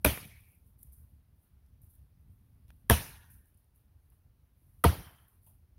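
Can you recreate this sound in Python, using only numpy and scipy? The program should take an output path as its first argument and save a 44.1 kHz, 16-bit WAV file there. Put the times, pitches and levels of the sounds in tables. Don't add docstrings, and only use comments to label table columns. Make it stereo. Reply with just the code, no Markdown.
import sys
import numpy as np
from scipy import signal
from scipy.fft import rfft, irfft
from scipy.io import wavfile
from scipy.ndimage import uniform_filter1d

SR = 44100
rng = np.random.default_rng(int(sys.argv[2]) if len(sys.argv) > 2 else 0)


def voltage_ratio(level):
    return 10 ** (np.asarray(level, float) / 20)


def unload_wav(signal):
    wavfile.write(
        sys.argv[1],
        SR,
        np.round(np.clip(np.atleast_2d(signal).T, -1, 1) * 32767).astype(np.int16),
    )


N = 254898


def evened(x):
    return x / np.sqrt(np.mean(x ** 2) + 1e-20)


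def read(points, hz, col=1):
    table = np.transpose(points)
    return np.interp(np.log(hz + 1), np.log(table[0] + 1), table[col])


def tilt(hz, db_per_octave, pivot_hz):
    return db_per_octave * np.log2(np.clip(hz, 300, None) / pivot_hz)


def add(mix, s, sound):
    part = mix[..., round(s * SR):][..., :sound.shape[-1]]
    part += sound[..., :part.shape[-1]]


# frequency [Hz], left-right likeness [-1 to 1].
LIKENESS = [(60, 0.95), (180, 0.82), (550, 0.29), (1650, -0.025), (4970, 0.2), (15000, 0.03)]


def pair(size, length, lean):
    frames, hz = 4 * length // size + 5, np.fft.rfftfreq(size, 1 / SR)
    a, b, c, d = rng.standard_normal((frames, len(hz), 4)).T
    same = np.clip(read(LIKENESS, hz), -1, 1)[:, None]
    left = a + 1j * b
    right = same * left + np.sqrt(1 - same ** 2) * (c + 1j * d)
    side = voltage_ratio(read(lean, hz) / 2)[:, None]
    return hz, np.arange(frames) * size / 4 / SR, np.array([left * side, right / side])


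def sound_of(z, length):
    size = 2 * (z.shape[-2] - 1)
    return signal.istft(z, nperseg=size, noverlap=3 * size // 4)[1][..., :length]


def patchy(shape, bins, frames):
    over_hz = uniform_filter1d(rng.standard_normal(shape), bins, 0)
    return evened(uniform_filter1d(over_hz, frames, 1))


def burst(db, rise, t60, colour_db, alike):
    t, alike = np.arange(8192) / SR - 1 / 100, np.clip(alike, 0, 1)
    a, b = rng.standard_normal((2, 8192))
    noise = np.array([a, alike * a + np.sqrt(1 - alike ** 2) * b])
    shape = np.where(t < 0, np.clip(1 + t / rise, 0, 1) ** 2, voltage_ratio(-60 * t / t60))
    return voltage_ratio(db) * evened(irfft(rfft(noise) * voltage_ratio(colour_db))) * shape


# frequency [Hz], density [dB per Hz].
HUSH = [(150, -31), (250, -5), (500, -12), (1000, -14), (1600, -17.5), (2800, -21), (6000, -27),
        (7700, -25), (9000, -31), (12000, -31), (16000, -28)]
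# frequency [Hz], left minus right [dB].
AIR_LEAN = [(60, 9), (180, 8), (550, 3.5), (1650, 2.5), (4970, 1.5), (15000, -2)]


def air():
    hz, _, z = pair(1024, N, AIR_LEAN)
    colour_db = read(HUSH, hz)[:, None] + 1.0 * patchy(z.shape[1:], 14, 12)
    return voltage_ratio(-80) * evened(sound_of(z * voltage_ratio(colour_db), N))


# frequency [Hz], density [dB per Hz].
GUST = [(12, -40), (20, -12.5), (47, -3.5), (70, 1), (125, -10.5), (151, -15.5), (238, -22.5), (367, -40.5),
        (500, -40), (650, -66.5), (1100, -120)]
# time [s], level [dB].
LULLS = [(0.3, -62), (0.59, -64), (1.07, -62), (1.34, -67), (1.56, -67), (1.7, -62), (2.06, -65),
         (2.35, -59), (2.78, -61), (2.98, -58), (3.67, -69), (4.09, -65), (4.18, -68), (4.46, -70),
         (5.02, -60), (5.13, -67), (5.26, -69), (5.7, -66)]


def breeze():
    hz, _, z = pair(2048, N, AIR_LEAN)
    lumps = evened(uniform_filter1d(rng.standard_normal(N), 2500))
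    gusty_db = 4.5
    level_db = np.interp(np.arange(N) / SR, *np.transpose(LULLS)) + gusty_db + 2.4 * lumps
    return voltage_ratio(level_db) * evened(sound_of(z * voltage_ratio(read(GUST, hz))[:, None], N))


# frequency [Hz], level [dB].
LEAF = [(1000, -24), (3000, -18.5), (6000, -11), (9000, -1), (12000, -0.2), (16000, -2)]
# time at full level [s], rise [s], hold [s], level [dB].
RUSTLES = [(.01, .02, .02, -75), (.36, .08, .18, -69), (.678, .08, .005, -72), (.79, .015, .075, -66),
           (.924, .012, .005, -62), (.98, .05, .05, -75), (1.1, .1, .04, -83), (1.432, .16, .01, -73),
           (1.666, .05, .003, -82), (1.818, .008, .03, -66), (1.9, .02, .05, -70), (2.2, .03, .003, -82),
           (2.308, .02, .003, -81), (2.4, .4, .25, -84), (2.68, .015, .005, -78), (2.7, .05, .17, -80),
           (3.25, .04, .003, -69), (3.306, .015, .04, -61.5), (3.474, .04, .003, -73),
           (3.578, .03, .003, -75), (3.758, .03, .015, -72), (4.03, .12, .03, -82), (4.122, .05, .02, -76),
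           (4.58, .06, .25, -77), (5.16, .1, .08, -74), (5.283, .03, .07, -74), (5.432, .025, .004, -71),
           (5.466, .03, .03, -65.5)]


def leaves():
    hz, t = np.linspace(0, SR / 2, 257), np.arange(N) / SR
    snaps_per_s, blur_s = 900, .0027
    size = voltage_ratio(3.7 * np.minimum(rng.exponential(1, N), 5)) * (rng.random(N) < snaps_per_s / SR)
    clumps = evened(signal.lfilter([1], [1, -np.exp(-1 / (blur_s * SR))], size)) + 1.6
    colour = signal.firwin2(255, hz, voltage_ratio(read(LEAF, hz)), fs=SR)
    hiss = evened(signal.oaconvolve(clumps * rng.standard_normal((N, 2)).T, colour[None], "same"))
    rise_db, settle_db_per_s = 28, 175
    level = np.zeros(N)
    for s, rise, hold, db in RUSTLES:
        before, after = np.maximum(s - t, 0), np.maximum(t - s - hold, 0)
        level += voltage_ratio(db - rise_db * before / rise - settle_db_per_s * after)
    return voltage_ratio(-8) * hiss * uniform_filter1d(level, 60)


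def tick(db, tick_hz, spread, t60):
    hz = np.fft.rfftfreq(8192, 1 / SR)
    octaves = np.log2(hz / tick_hz + 1e-9)
    return burst(db, .0007, t60, np.maximum(-6 * (octaves / spread) ** 2, -60), .4)


# time [s], level [dB], pitch [Hz], left minus right [dB].
SNAPS = [(.253, -59, 11000, 2), (.406, -72, 11000, -4), (.487, -72, 11000, -8), (.830, -53, 10500, 10.5),
         (.923, -67, 11000, 9), (1.818, -69, 12000, -2), (1.902, -73, 11000, 3), (1.952, -75, 12000, -5.5),
         (3.302, -68, 12000, 7), (3.457, -73.5, 8980, 4), (3.545, -76, 9520, -7), (3.574, -75, 9000, -5),
         (3.643, -77, 9200, 2), (3.760, -73, 11000, -2), (4.102, -74, 11000, .3), (5.283, -70, 11500, .3),
         (5.432, -74, 11000, .3), (5.465, -73, 11000, -3.6)]
# time [s], level [dB], pitch [Hz], spread [octaves], t60 [s].
CHIPS = [
    (.1754, -33.5, 620, 1.5, .012),
    (.830, -70, 5000, .8, .012),
    (1.663, -77, 5500, .66, .015),
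    (2.682, -69, 4500, 1.3, .012),
    (2.7045, -53.5, 1000, 1.8, .01),
    (2.69, -76, 2800, .8, .15),
    (4.12, -75.5, 901, 1.16, .1),
    (4.62, -66, 230, .25, .08),
    (5.466, -72, 740, .5, .22),
    (5.467, -79, 2900, .28, .15),
]


def twigs():
    out, apart = np.zeros((2, N)), np.array([[.5], [-.5]])
    for s, db, hz, pan_db in SNAPS:
        add(out, s - 1 / 100, tick(db, hz, .52, .018) * voltage_ratio(apart * pan_db))
    for s, db, hz, spread, t60 in CHIPS:
        add(out, s - 1 / 100, tick(db, hz, spread, t60) * voltage_ratio(apart * read(TRUNK_LEAN, hz)))
    return out


# frequency [Hz], near trees level [dB] and t60 [s],
# deep wood level [dB] and t60 [s].
WOOD = [(35, -22, .2, -30, .4), (70, -3, .22, -8, .5), (202, -15, .2, -25, 0.55), (600, -17, 0.27, -25, .5),
        (1500, -20, .2, -27, .55), (2800, -21.5, 0.3, -28, .6), (4500, -24, .22, -32.5, .55),
        (7000, -29.5, 0.29, -36, .56), (11000, -34, 0.33, -41.5, 0.59), (16000, -37, .25, -42, .52)]


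def trees(db, bright_db, bands, gap_s=0.0059):
    hz, t, z = pair(512, SR, TRUNK_LEAN)
    hz = hz[:, None]
    flat = np.std(sound_of(z, SR))
    near, deep = (voltage_ratio(read(WOOD, hz, col) - 60 * t / read(WOOD, hz, col + 1)) ** 2 for col in (1, 3))
    power = (near + deep) * voltage_ratio(tilt(hz, bright_db, 2000)) ** 2
    for centre_hz, width_hz, band_db, t60, last_s in bands:
        fade_db = band_db - 60 * t / t60 - 105 * np.maximum(t - last_s, 0)
        power = power + voltage_ratio(fade_db) ** 2 * np.exp(-((hz - centre_hz) / width_hz) ** 2)
    clumps = patchy(power.shape, 8, 9)
    tail = sound_of(z * np.sqrt(power) * voltage_ratio(db + 20.6 + 2.6 * clumps), SR) / flat
    return tail * np.clip(np.arange(SR) / SR / gap_s - .6, 0, 1)


def ring(hz, db, t60, sag=.12, rough=.25):
    t = np.arange(SR // 4) / SR
    rise = .0003 + .72 / hz
    turns = hz * (t + sag * .004 * (1 - np.exp(-t / .004)))
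    flutter = 1 + rough * evened(uniform_filter1d(rng.standard_normal(len(t)), int(SR / hz) + 1))
    swell = (1 - np.exp(-t / rise)) ** 2
    return voltage_ratio(db - 60 * t / t60) * swell * flutter * np.sin(2 * np.pi * turns)


# frequency [Hz], level [dB].
CRACKLE = [(200, -2.5), (1000, -2.5), (3000, -1.5), (6000, -7), (8000, -11), (10500, -7), (16000, -14)]


def crack(db, rise, t60, bright_db):
    hz = np.fft.rfftfreq(8192, 1 / SR)
    return burst(db, rise, t60, read(CRACKLE, hz) + tilt(hz, bright_db, 4000), .68)


# frequency [Hz], left minus right [dB].
TRUNK_LEAN = [(80, 5), (400, 3.5), (1200, 3.5), (3000, 4.5), (6000, -0.3), (10000, -0.2)]


def direct(x):
    hz = np.fft.rfftfreq(x.shape[-1], 1 / SR)
    side, lag_s = voltage_ratio(read(TRUNK_LEAN, hz) / 2), .000104
    later = np.exp(-2j * np.pi * np.minimum(hz * lag_s, 1))
    return irfft(rfft(x) * np.array([side * later, 1 / side]), x.shape[-1])


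# start [s], pitch [Hz], level [dB], t60 [s].
RINGS = [
    [(.0482, 2260, -8.5, .014), (.048, 1400, -9, .011), (.050, 3900, -18, .02), (.049, 190, -20, .06),
     (.054, 589, -19, .064), (.055, 279.3, -18, .08), (.056, 107.8, -20.5, .15), (.052, 72, -12.5, .15),
     (.063, 2330, -20, .035), (.050, 950, -20, .03)],
    [(2.8984, 1620, -7.5, .017), (2.8985, 1100, -16, .033), (2.903, 930, -15.5, .045),
     (2.903, 466, -20, .07), (2.905, 680, -19, .07), (2.904, 210, -18, .1), (2.899, 112, -12, .12),
     (2.9027, 76, -9, .15), (2.899, 3200, -21, .03)],
    [(4.840, 1180, -8.5, .022), (4.842, 1900, -20, .03), (4.846, 900, -12.5, .039),
     (4.8445, 460, -16.5, .06), (4.852, 682, -17, .06), (4.846, 175, -8.5, .069), (4.846, 110, -12.5, .17),
     (4.850, 78, -11.5, .19), (4.842, 3060, -24, .05)],
]
# peak [s], level [dB], rise [s], t60 [s],
# brightness [dB an octave].
CRACKS = [
    [(.0494, -18, .0055, .013, 0.2), (.0495, -17, .002, .012, -3.5), (.058, -25, .003, .06, -8),
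     (.063, -28, .008, .08, -4)],
    [(2.8986, -38, .006, .01, 0), (2.899, -15, .0018, .008, 0.2), (2.900, -18, .001, .04, -6),
     (2.905, -21, .002, .012, -12), (2.908, -26, .004, .07, -8), (2.912, -29, .006, .09, -3.5)],
    [(4.8402, -24, .0025, .01, -2.5), (4.8435, -23, .002, .012, -0.5), (4.842, -21, .002, .03, -5),
     (4.850, -22, .003, .07, -8), (4.852, -34, .006, .07, -4.5)],
]
# time [s], level [dB], brightness [dB an octave].
SENT = [
    (.049, -22.5, .7),
    (2.899, -21, 0.8),
    (4.841, -23.5, -1.5),
]
# centre [Hz], width [Hz], level [dB],
# t60 [s], last echo [s].
LINGER = [
    [(2350, 190, -27, .88, .5), (1850, 150, -32, .8, .42), (190, 30, -21, .9, .25)],
    [(1740, 95, -28.5, .97, .56), (930, 110, -31, .95, .44), (1500, 100, -34, 1.1, .45),
     (6500, 1200, -42, .7, .45)],
    [(3120, 120, -29, .85, .38), (1300, 500, -33, .95, .5), (782, 130, -33, .9, .38),
     (12500, 4000, -46, .7, .4)],
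]


def axe():
    out = np.zeros((2, N))
    for rings, cracks, (struck_s, *sent), bands in zip(RINGS, CRACKS, SENT, LINGER):
        start, chop = rings[0][0] - 1 / 40, np.zeros((2, 16384))
        for s, *mode in rings:
            add(chop, s - start, ring(*mode))
        for s, *tear in cracks:
            add(chop, s - start - 1 / 100, crack(*tear))
        add(out, start, direct(chop))
        add(out, struck_s, trees(*sent, bands))
    return out


def scene():
    return air() + breeze() + leaves() + twigs() + axe()


def low_pass(x):
    return signal.sosfilt(signal.butter(12, 16990, fs=SR, output="sos"), x)


# frequency [Hz], gain [dB].
MICROPHONE = [(100, 0.48), (6000, 0.9), (7700, -7), (8400, 0), (9300, 9.5), (11500, 12.5), (14000, 11),
              (15700, 9), (16150, -25)]


def record(dry):
    hz = np.linspace(0, SR / 2, 1025)
    colour = signal.firwin2(511, hz, voltage_ratio(read(MICROPHONE, hz)), fs=SR)
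    cut = signal.sosfilt(signal.butter(2, 47, "high", fs=SR, output="sos"), dry)
    mix = signal.oaconvolve(cut, colour[None], "same")
    return low_pass(mix)


dry = scene()
out = record(dry)
unload_wav(out)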